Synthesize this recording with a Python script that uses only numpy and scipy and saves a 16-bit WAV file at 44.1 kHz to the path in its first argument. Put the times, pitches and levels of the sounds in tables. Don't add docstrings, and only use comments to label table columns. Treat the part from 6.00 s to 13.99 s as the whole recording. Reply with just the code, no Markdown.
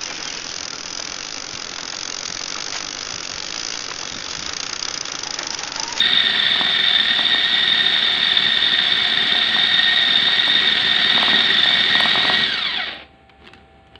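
import sys
import numpy as np
from scipy import signal
from scipy.io import wavfile

SR = 44100
rng = np.random.default_rng(int(sys.argv[2]) if len(sys.argv) > 2 else 0)


def volts(x):
    e = np.asarray(x, float) / 20
    return 10 ** e


def persist_wave(psi):
    counts = np.round(np.clip(psi, -1, 1) * 32767).astype(np.int16)
    wavfile.write(sys.argv[1], SR, np.atleast_2d(counts).T)


N = 352344
TIME = np.arange(N) / SR
FULL_HZ = 1820


def noise(count=N):
    return rng.standard_normal(count)


def evened(x):
    return x / np.sqrt(np.mean(abs(x) ** 2) + 1e-20)


def drift(hz):
    b, a = signal.butter(2, hz, fs=SR)
    return evened(signal.lfilter(b, a, noise()))


def curve(points, column=1, **ends):
    columns = np.transpose(points)
    return np.interp(TIME, columns[0], columns[column], **ends)


def add(mix, s, sound):
    part = mix[round(s * SR):][:len(sound)]
    part += sound[:len(part)]


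def coloured(x, points, rings=()):
    hz = abs(np.fft.fftfreq(8192, 1 / SR))
    point_hz, point_db = np.transpose(points)
    db = np.interp(np.log(hz + 1), np.log(point_hz + 1), point_db)
    for ring_hz, width_hz, rise_db in rings:
        db = db + rise_db / (1 + (2 * (hz - ring_hz) / width_hz) ** 2)
    log_gain = np.log(volts(np.maximum(db - db.max(), -100)))
    taps = np.fft.ifft(np.exp(np.conj(signal.hilbert(log_gain)))).real[:4096]
    return signal.oaconvolve(x, taps / np.linalg.norm(taps))[:len(x)]


# start_s, tooth_rate_hz, tooth_load_db, bowl_shake_db
POWERED = [(0.0, 1841, 1.5, -0.5), (0.5, 1785, 0, 0), (0.9, 1806, 2, -1), (1.8, 1831, 0, -0.5),
           (2.3, 1800, 0.3, -0.5), (3.3, 1803, -1.5, 0.5), (3.9, 1853, 1.5, .5), (4.2, 1811, 2, .5),
           (4.4, 1844, -0.5, 1), (4.85, 1802, 0, 1), (5.301, 1842, -1.3, 3.5), (5.65, 1787, 3, 1.5),
           (6.0, 1859, -1.5, 3), (6.42, 1893, -6, 3)]
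# start_s, tooth_rate_hz, tooth_load_db
COASTING = [
    (6.46, 1760, -3.5),
    (6.52, 1580, -3),
    (6.63, 1215, -4),
    (6.75, 900, -4.5),
    (6.79, 790, -4),
    (6.815, 665, -2),
    (6.85, 615, -6),
    (6.92, 500, -27),
    (7.12, 190, -60),
]


def controls():
    powered_and_coasting = [row[:3] for row in list(POWERED) + list(COASTING)]
    hz, load_db = curve(powered_and_coasting, 1), curve(powered_and_coasting, 2)
    off_s = COASTING[0][0]
    shake_db = curve([(row[0], row[3]) for row in POWERED] + [(off_s, 0.)])
    free = np.interp(TIME, [POWERED[-1][0], COASTING[1][0]], [0., 1.])
    slowing = np.maximum(np.log2(FULL_HZ / hz), 0)
    slack = np.maximum(np.log2(600 / hz), 0)
    whine_db = -16.5 + load_db
    rattle_db = -27 + 0.84 * shake_db - 1.5 * free - 3.5 * slowing - 22 * slack
    churn_db = -39.5 + 1.3 * shake_db - 6 * slowing
    odd_db = -7 + 0.81 * shake_db + 5.5 * free
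    return hz, whine_db, rattle_db, churn_db, odd_db


TOOTH_TONES = [6, 2, 5.5, 0.5, -7, -2.5]


def tooth_whine(teeth, turns, speed, throb_db, whine_db, odd_db):
    flare = np.cos(np.pi * turns) ** 8 - .3
    loose = np.interp(TIME, [6.42, 6.5], [.38, .27])
    whine = np.zeros(N)
    for k, db in enumerate(TOOTH_TONES, 1):
        fuzz = drift(50 + 15 * k) + 1j * drift(50 + 15 * k)
        soften = speed ** (1.5 * max(k - 4, 0))
        tone_db = db + k % 2 * odd_db
        if k == 4:
            tone_db = tone_db + 11 * flare
        tone = ((0.48 + loose * fuzz) * np.exp(2j * np.pi * k * teeth)).real
        whine += volts(tone_db) * soften * tone
    return whine * volts(whine_db - 14.5 + 1.25 * throb_db)


def gear_rattle(speed, throb_db, rattle_db):
    rattle = noise() * volts(rattle_db + 6 + 0.26 * throb_db + 1.6 * drift(160))
    brushes = noise() * volts(0.56 * rattle_db - 3.0 + .5 * throb_db + .8 * drift(60)) * speed
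    split = signal.butter(4, 5700, fs=SR)
    brush_top = brushes - signal.filtfilt(*split, brushes)
    return signal.filtfilt(*split, rattle) + brush_top


# pitch_hz, level_db (per Hz)
CHURN_COLOUR = [(12, -73.5), (20, -42), (27, -51), (40, -31), (65, -16.5), (96, -6.5), (231, 3.5),
                (323, -3.5), (385, 2), (420, -4), (500, -14), (579, -16.5), (650, -19), (840, -38.5),
                (1430, -120)]


def meat_churn(throb_db, churn_db):
    rumble = noise() * volts(1.1 * throb_db + 1.7 * drift(18))
    return coloured(rumble, CHURN_COLOUR) * volts(churn_db - 0.17)


# start_s, second_tone_peak_db, first_tone_peak_db
HARD_BITS = [(0.1316, -3.5, -29), (0.173, -3, -21.5), (0.2677, -5.5, -11), (0.4643, -6, -13.5),
             (0.518, -5.5, -33.5), (1.264, -5, -34), (1.319, -7.5, -22.5), (1.718, -5.5, -15),
             (1.8643, -4, -12.5), (1.9634, -6, -10.5), (2.2683, -6.5, -37), (2.317, -3.5, -17.5),
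             (2.37, -0.5, -13.5), (2.4644, -6, -9.5), (2.519, -7.5, -17), (2.6638, -8.5, -21.5),
             (2.867, -6, -38), (2.921, -4, -13), (3.3212, -6, -40), (3.416, -6, -15), (3.468, -6.5, -17),
             (4.0648, -6, -25), (4.3954, -5, -31.5), (4.497, -5, -11.5), (4.799, -13.5, -39),
             (4.9448, -9.5, -10), (5.0982, -4.5, -20), (5.5838, -4.5, -33), (5.6323, -3, -15.5),
             (6.0332, -6, -15)]
# start_s, turn_length_s, turns (count)
BLADE_TURNS = [
    (0.0185, .04997, 76),
    (3.842, .0499, 50),
]


def bits():
    s = np.concatenate([start + period * np.arange(count) for start, period, count in BLADE_TURNS])
    chance = rng.random(len(s))
    free = abs(s[:, None] - np.transpose(HARD_BITS)[0]).min(1) > .025
    small_s = s + 0.0029 * noise(len(s))
    second_db = np.full(len(s), -9.5)
    first_db = -21 + 5.5 * noise(len(s))
    small_bits = np.transpose([small_s, second_db, first_db])
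    return list(HARD_BITS) + list(small_bits[free & (chance < .33)])


def bit_clashes(teeth):
    first, second, load = np.zeros((3, N))
    t = np.arange(900) / SR
    swell = np.exp(-((t - .007) / 0.0035) ** 2)
    for s, second_db, first_db in bits():
        add(first, s - .004, volts(first_db - 7.0) * swell)
        add(second, s - .004, volts(second_db - 2.5) * swell)
        add(load, s - .004, swell)
    clash = first * np.cos(2 * np.pi * teeth) + second * np.cos(2 * 2 * np.pi * teeth)
    return clash, load


# beats_per_turn (count), depth_db, lag_turns (turns)
BLADE_THROB = [(1, 1.8, .1), (2, 1.6, .3), (3, 1.5, .1), (3.75, 1.7, .1), (4, .8, .1), (6, 1, .1)]
# pitch_hz, level_db
HOUSING_COLOUR = [(250, -36), (500, -15), (1240, -9.5), (1340, -4.5), (2000, -5.5), (2550, -7), (3200, 2.5),
                  (3700, 4.5), (4700, -12.5), (4850, -19), (5450, -24), (5750, -27.5), (8500, -39.5),
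                  (9800, -53.5), (15600, -63.5)]
# pitch_hz, width_hz, rise_db
HOUSING_RINGS = [(723.7, 82, 9.5), (605, 25, -0.5), (1580, 110, 3.5), (1906, 112, 12), (2240, 110, 8.5),
                 (3150, 96, -3), (4556, 270, 7), (5300, 330, 6), (6250, 230, 5), (8260, 320, 7.5),
                 (9100, 300, 1.5), (11400, 400, 2.5), (13500, 400, 2.5), (14600, 300, 2.5)]


def chopper():
    hz, whine_db, rattle_db, churn_db, odd_db = controls()
    speed = hz / FULL_HZ
    teeth = np.cumsum(hz * (1 + .006 * drift(31.9))) / SR
    turns = teeth / 90
    throb_db = np.zeros(N)
    for beats, depth_db, lag in BLADE_THROB:
        throb_db += depth_db * np.cos(2 * np.pi * beats * (turns - lag) + 0.66 * drift(2.4))
    teeth = teeth + 0.01 * drift(250)
    whine = tooth_whine(teeth, turns, speed, throb_db, whine_db, odd_db)
    rattle = gear_rattle(speed, throb_db, rattle_db)
    churn = meat_churn(throb_db, churn_db)
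    clash, load = bit_clashes(teeth)
    whine *= 1 - 0.9 * np.minimum(load, 1)
    on = np.interp(TIME, [7.04, 7.1], [1., 0.])
    return on * (coloured(whine + rattle, HOUSING_COLOUR, HOUSING_RINGS) + churn + clash)


# start_s, level_db
GRIND_LEVEL = [
    (6.86, -16),
    (6.954, -33),
    (7.033, -38.5),
    (7.08, -73),
]
# pitch_hz, level_db (per Hz)
SCRAPE_COLOUR = [(180, -30.5), (300, -7), (390, -20), (599, -10), (878, -8.5), (990, -35.5), (1060, -16.5),
                 (2280, -11.5), (2830, -7.5), (4510, -29), (5200, -37.5), (6760, -67), (11400, -120)]


def grind():
    fade_in_db = np.interp(TIME, [6.86, 6.96], [-20., -2.5])
    level_db = curve(GRIND_LEVEL, left=-120, right=-120) + fade_in_db + 3.0 * drift(90)
    return coloured(volts(level_db) * noise(), SCRAPE_COLOUR)


# start_s, peak_db, thud_db
LUMP_KNOCKS = [(0.557, -18.5, -11), (0.611, -10.5, -7), (0.666, -21, -11), (1.192, -13.5, -9),
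               (1.346, -15.5, -9.5), (1.961, -22.5, -13), (3.351, -17.5, -9), (3.564, -14, -12),
               (4.148, -22, -7.5), (4.284, -17, -14.5), (4.478, -15.5, -9.5), (5.178, -10.5, -9.5),
               (5.229, -8.5, -15.5), (5.281, -11, -9), (5.331, -14, -1), (5.383, -19.5, -7.5),
               (5.41, -19.5, -8.5), (5.657, -16, -9), (5.707, -16.5, -14.5), (5.771, -18.5, -15.5),
               (5.898, -28, -6.5), (5.953, -11.5, -7), (6.005, -9.5, -25), (6.0555, -9, -14),
               (6.226, -20, -12.5), (6.155, -9.5, -25), (6.176, -13, -7), (6.204, -15, -9),
               (6.251, -10.5, -10), (6.298, -7.5, -14)]
# pitch_hz, level_db
BOWL_COLOUR = [(30, -34), (120, -0.5), (300, 0.5), (1500, 4), (3000, -19.5), (8000, -54)]


def lumps():
    mix, t = np.zeros(N), np.arange(1300) / SR
    for s, db, thud_db in LUMP_KNOCKS:
        wall_hz = 930 * (1 + .05 * rng.standard_normal())
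        swing = np.sin(2 * np.pi * wall_hz * t) * np.exp(-((t - .0012) / 0.00071) ** 2)
        thud = volts(thud_db) * np.sin(2 * np.pi * 260 * t) * np.exp(-t / 0.0068)
        ring = volts(-17) * np.sin(2 * np.pi * 740 * t) * np.exp(-t / 0.021)
        crack = .25 * noise(len(t)) * np.exp(-t / .0015)
        add(mix, s, volts(db - 10.5) * (swing + thud + ring + crack))
    return coloured(mix, BOWL_COLOUR)


# start_s, peak_db
FLECK_SLAPS = [(0.4932, -64.5), (1.193, -62), (1.3475, -61), (2.1429, -50.5), (2.2485, -62.5),
               (2.3426, -59), (3.6913, -54.5), (4.1779, -50), (4.3298, -49.5), (4.4794, -43), (5.131, -45),
               (5.229, -40), (5.2743, -57), (5.6627, -49), (5.7149, -50.5), (5.8121, -57), (5.9554, -49),
               (6.005, -36), (6.056, -44), (6.0945, -46.5), (6.1439, -47.5), (6.2856, -46), (6.3835, -50),
               (6.9432, -57.5)]
# pitch_hz, level_db
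FLECK_COLOUR = [(3000, -35), (6000, -8), (7700, 0), (8300, 15), (8900, 0), (10300, -6), (11400, 4),
                (12500, -10), (15500, -16)]


def flecks():
    ticks, t = np.zeros(N), np.arange(1300) / SR
    for s, db in FLECK_SLAPS:
        add(ticks, s, volts(db + 2.5) * noise(len(t)) * np.exp(-t / 0.0028))
    return coloured(ticks, FLECK_COLOUR)


# start_s, peak_db, pitch_hz, low_part_db, bright_part_db
FINGER_TOUCHES = [(7.2952, -38, 2400, -5, -36), (7.2995, -40.5, 3150, -15, -40),
                  (7.4208, -42, 2170, 7, -38), (7.4453, -40.5, 3567, -22, -29),
                  (7.457, -37.5, 3400, -15, -34), (7.4676, -33, 2700, -17, -28.5),
                  (7.475, -30.5, 3200, -13, -28.5), (7.4863, -36, 2590, -13, -33),
                  (7.5346, -31, 2650, -17, -20.5), (7.5503, -40, 1720, -10, -30),
                  (7.5777, -44, 1510, -4, -32), (7.87, -46, 3020, -8, -19), (7.9554, -31, 2900, 4, -39)]
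# start_s, pressure_db
PALM_RUB = [
    (7.36, -63),
    (7.444, -46.5),
    (7.482, -46),
    (7.526, -58),
    (7.546, -47.5),
    (7.66, -65),
]
# pitch_hz, level_db
LID_COLOUR = [(400, -15.5), (1000, 3), (1600, 1.5), (2500, 0), (3300, 1), (4600, -9.5), (5200, -22.5),
              (7500, -36.5), (10000, -44.5)]
# pitch_hz, level_db
NAIL_COLOUR = [(4000, -29), (5500, -3), (7000, -2), (9500, -10), (12000, -31.5)]


def hand():
    taps, ticks, tones = np.zeros((3, N))
    t = np.arange(4000) / SR
    crack = 1 + 2.6 * np.exp(-t / 0.0017)
    for s, db, hz, low_db, bright_db in FINGER_TOUCHES:
        fade = volts(db - 60 * t / 0.038)
        add(taps, s, volts(-11) * crack * fade * noise(len(t)))
        add(ticks, s, volts(bright_db - 8) * crack * fade * noise(len(t)))
        high = 0.47 * np.sin(2 * np.pi * hz * t)
        low = volts(low_db - 11.5) * np.sin(2 * np.pi * 420 * t)
        add(tones, s, fade * (high + low))
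    press_db = curve(PALM_RUB, left=-120, right=-120)
    hiss = volts(press_db - 8 + 3 * drift(150)) * noise()
    rumble = volts(press_db - 2.5) * noise()
    lid, nail = coloured(taps + hiss, LID_COLOUR), coloured(ticks, NAIL_COLOUR)
    return tones + lid + nail + coloured(rumble, CHURN_COLOUR)


def kitchen(x):
    t = np.arange(SR // 2) / SR
    sparse = rng.choice([-1., 1.], len(t)) * (rng.random(len(t)) < .05)
    echoes = sparse * (t > .004) * volts(-60 * t / 0.38)
    tail = signal.fftconvolve(x, echoes / np.linalg.norm(echoes))[:N]
    return x + volts(-9) * signal.lfilter(*signal.butter(1, 6000, fs=SR), tail)


# pitch_hz, level_db (per Hz)
AIR_COLOUR = [(12, -51.5), (32, -33.5), (45, -12.5), (79, -5.5), (100, -7.5), (418, -14), (608, -20.5),
              (780, -15.5), (870, -22.5), (3120, -25), (4200, -33), (5600, -56), (7000, -47), (8500, -45.5),
              (10000, -61), (15600, -78.5)]
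# pitch_hz, level_db (rms)
APPLIANCE_HUM = [(70.0, -58), (419.9, -66.5), (662.1, -61.5), (780.6, -56), (1378, -68.5), (1739, -67),
                 (1857, -77.5), (2218, -69.5), (2460, -76), (2643, -73)]


def room_tone():
    air = evened(coloured(noise() * volts(1.0 * drift(12)), AIR_COLOUR)) * volts(-45.5 - 6.0)
    hum = np.zeros(N)
    for hz, db in APPLIANCE_HUM:
        cycles = hz * TIME + 0.034 * drift(13)
        hum += np.sqrt(2) * volts(db + 0.5 * drift(4.1)) * np.sin(2 * np.pi * cycles)
    return air + hum


def scene():
    close = chopper() + grind() + lumps() + flecks() + hand()
    return (kitchen(close) + room_tone())[None]


def roll_off(x):
    return signal.sosfilt(signal.butter(12, 15500, fs=SR, output="sos"), x)


def record(dry):
    size = abs(dry)
    rounded = np.sign(dry) * (.78 + .2 * np.tanh((size - .78) / .2))
    return roll_off(np.where(size > .78, rounded, dry))


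dry = scene()
out = record(dry)
persist_wave(out)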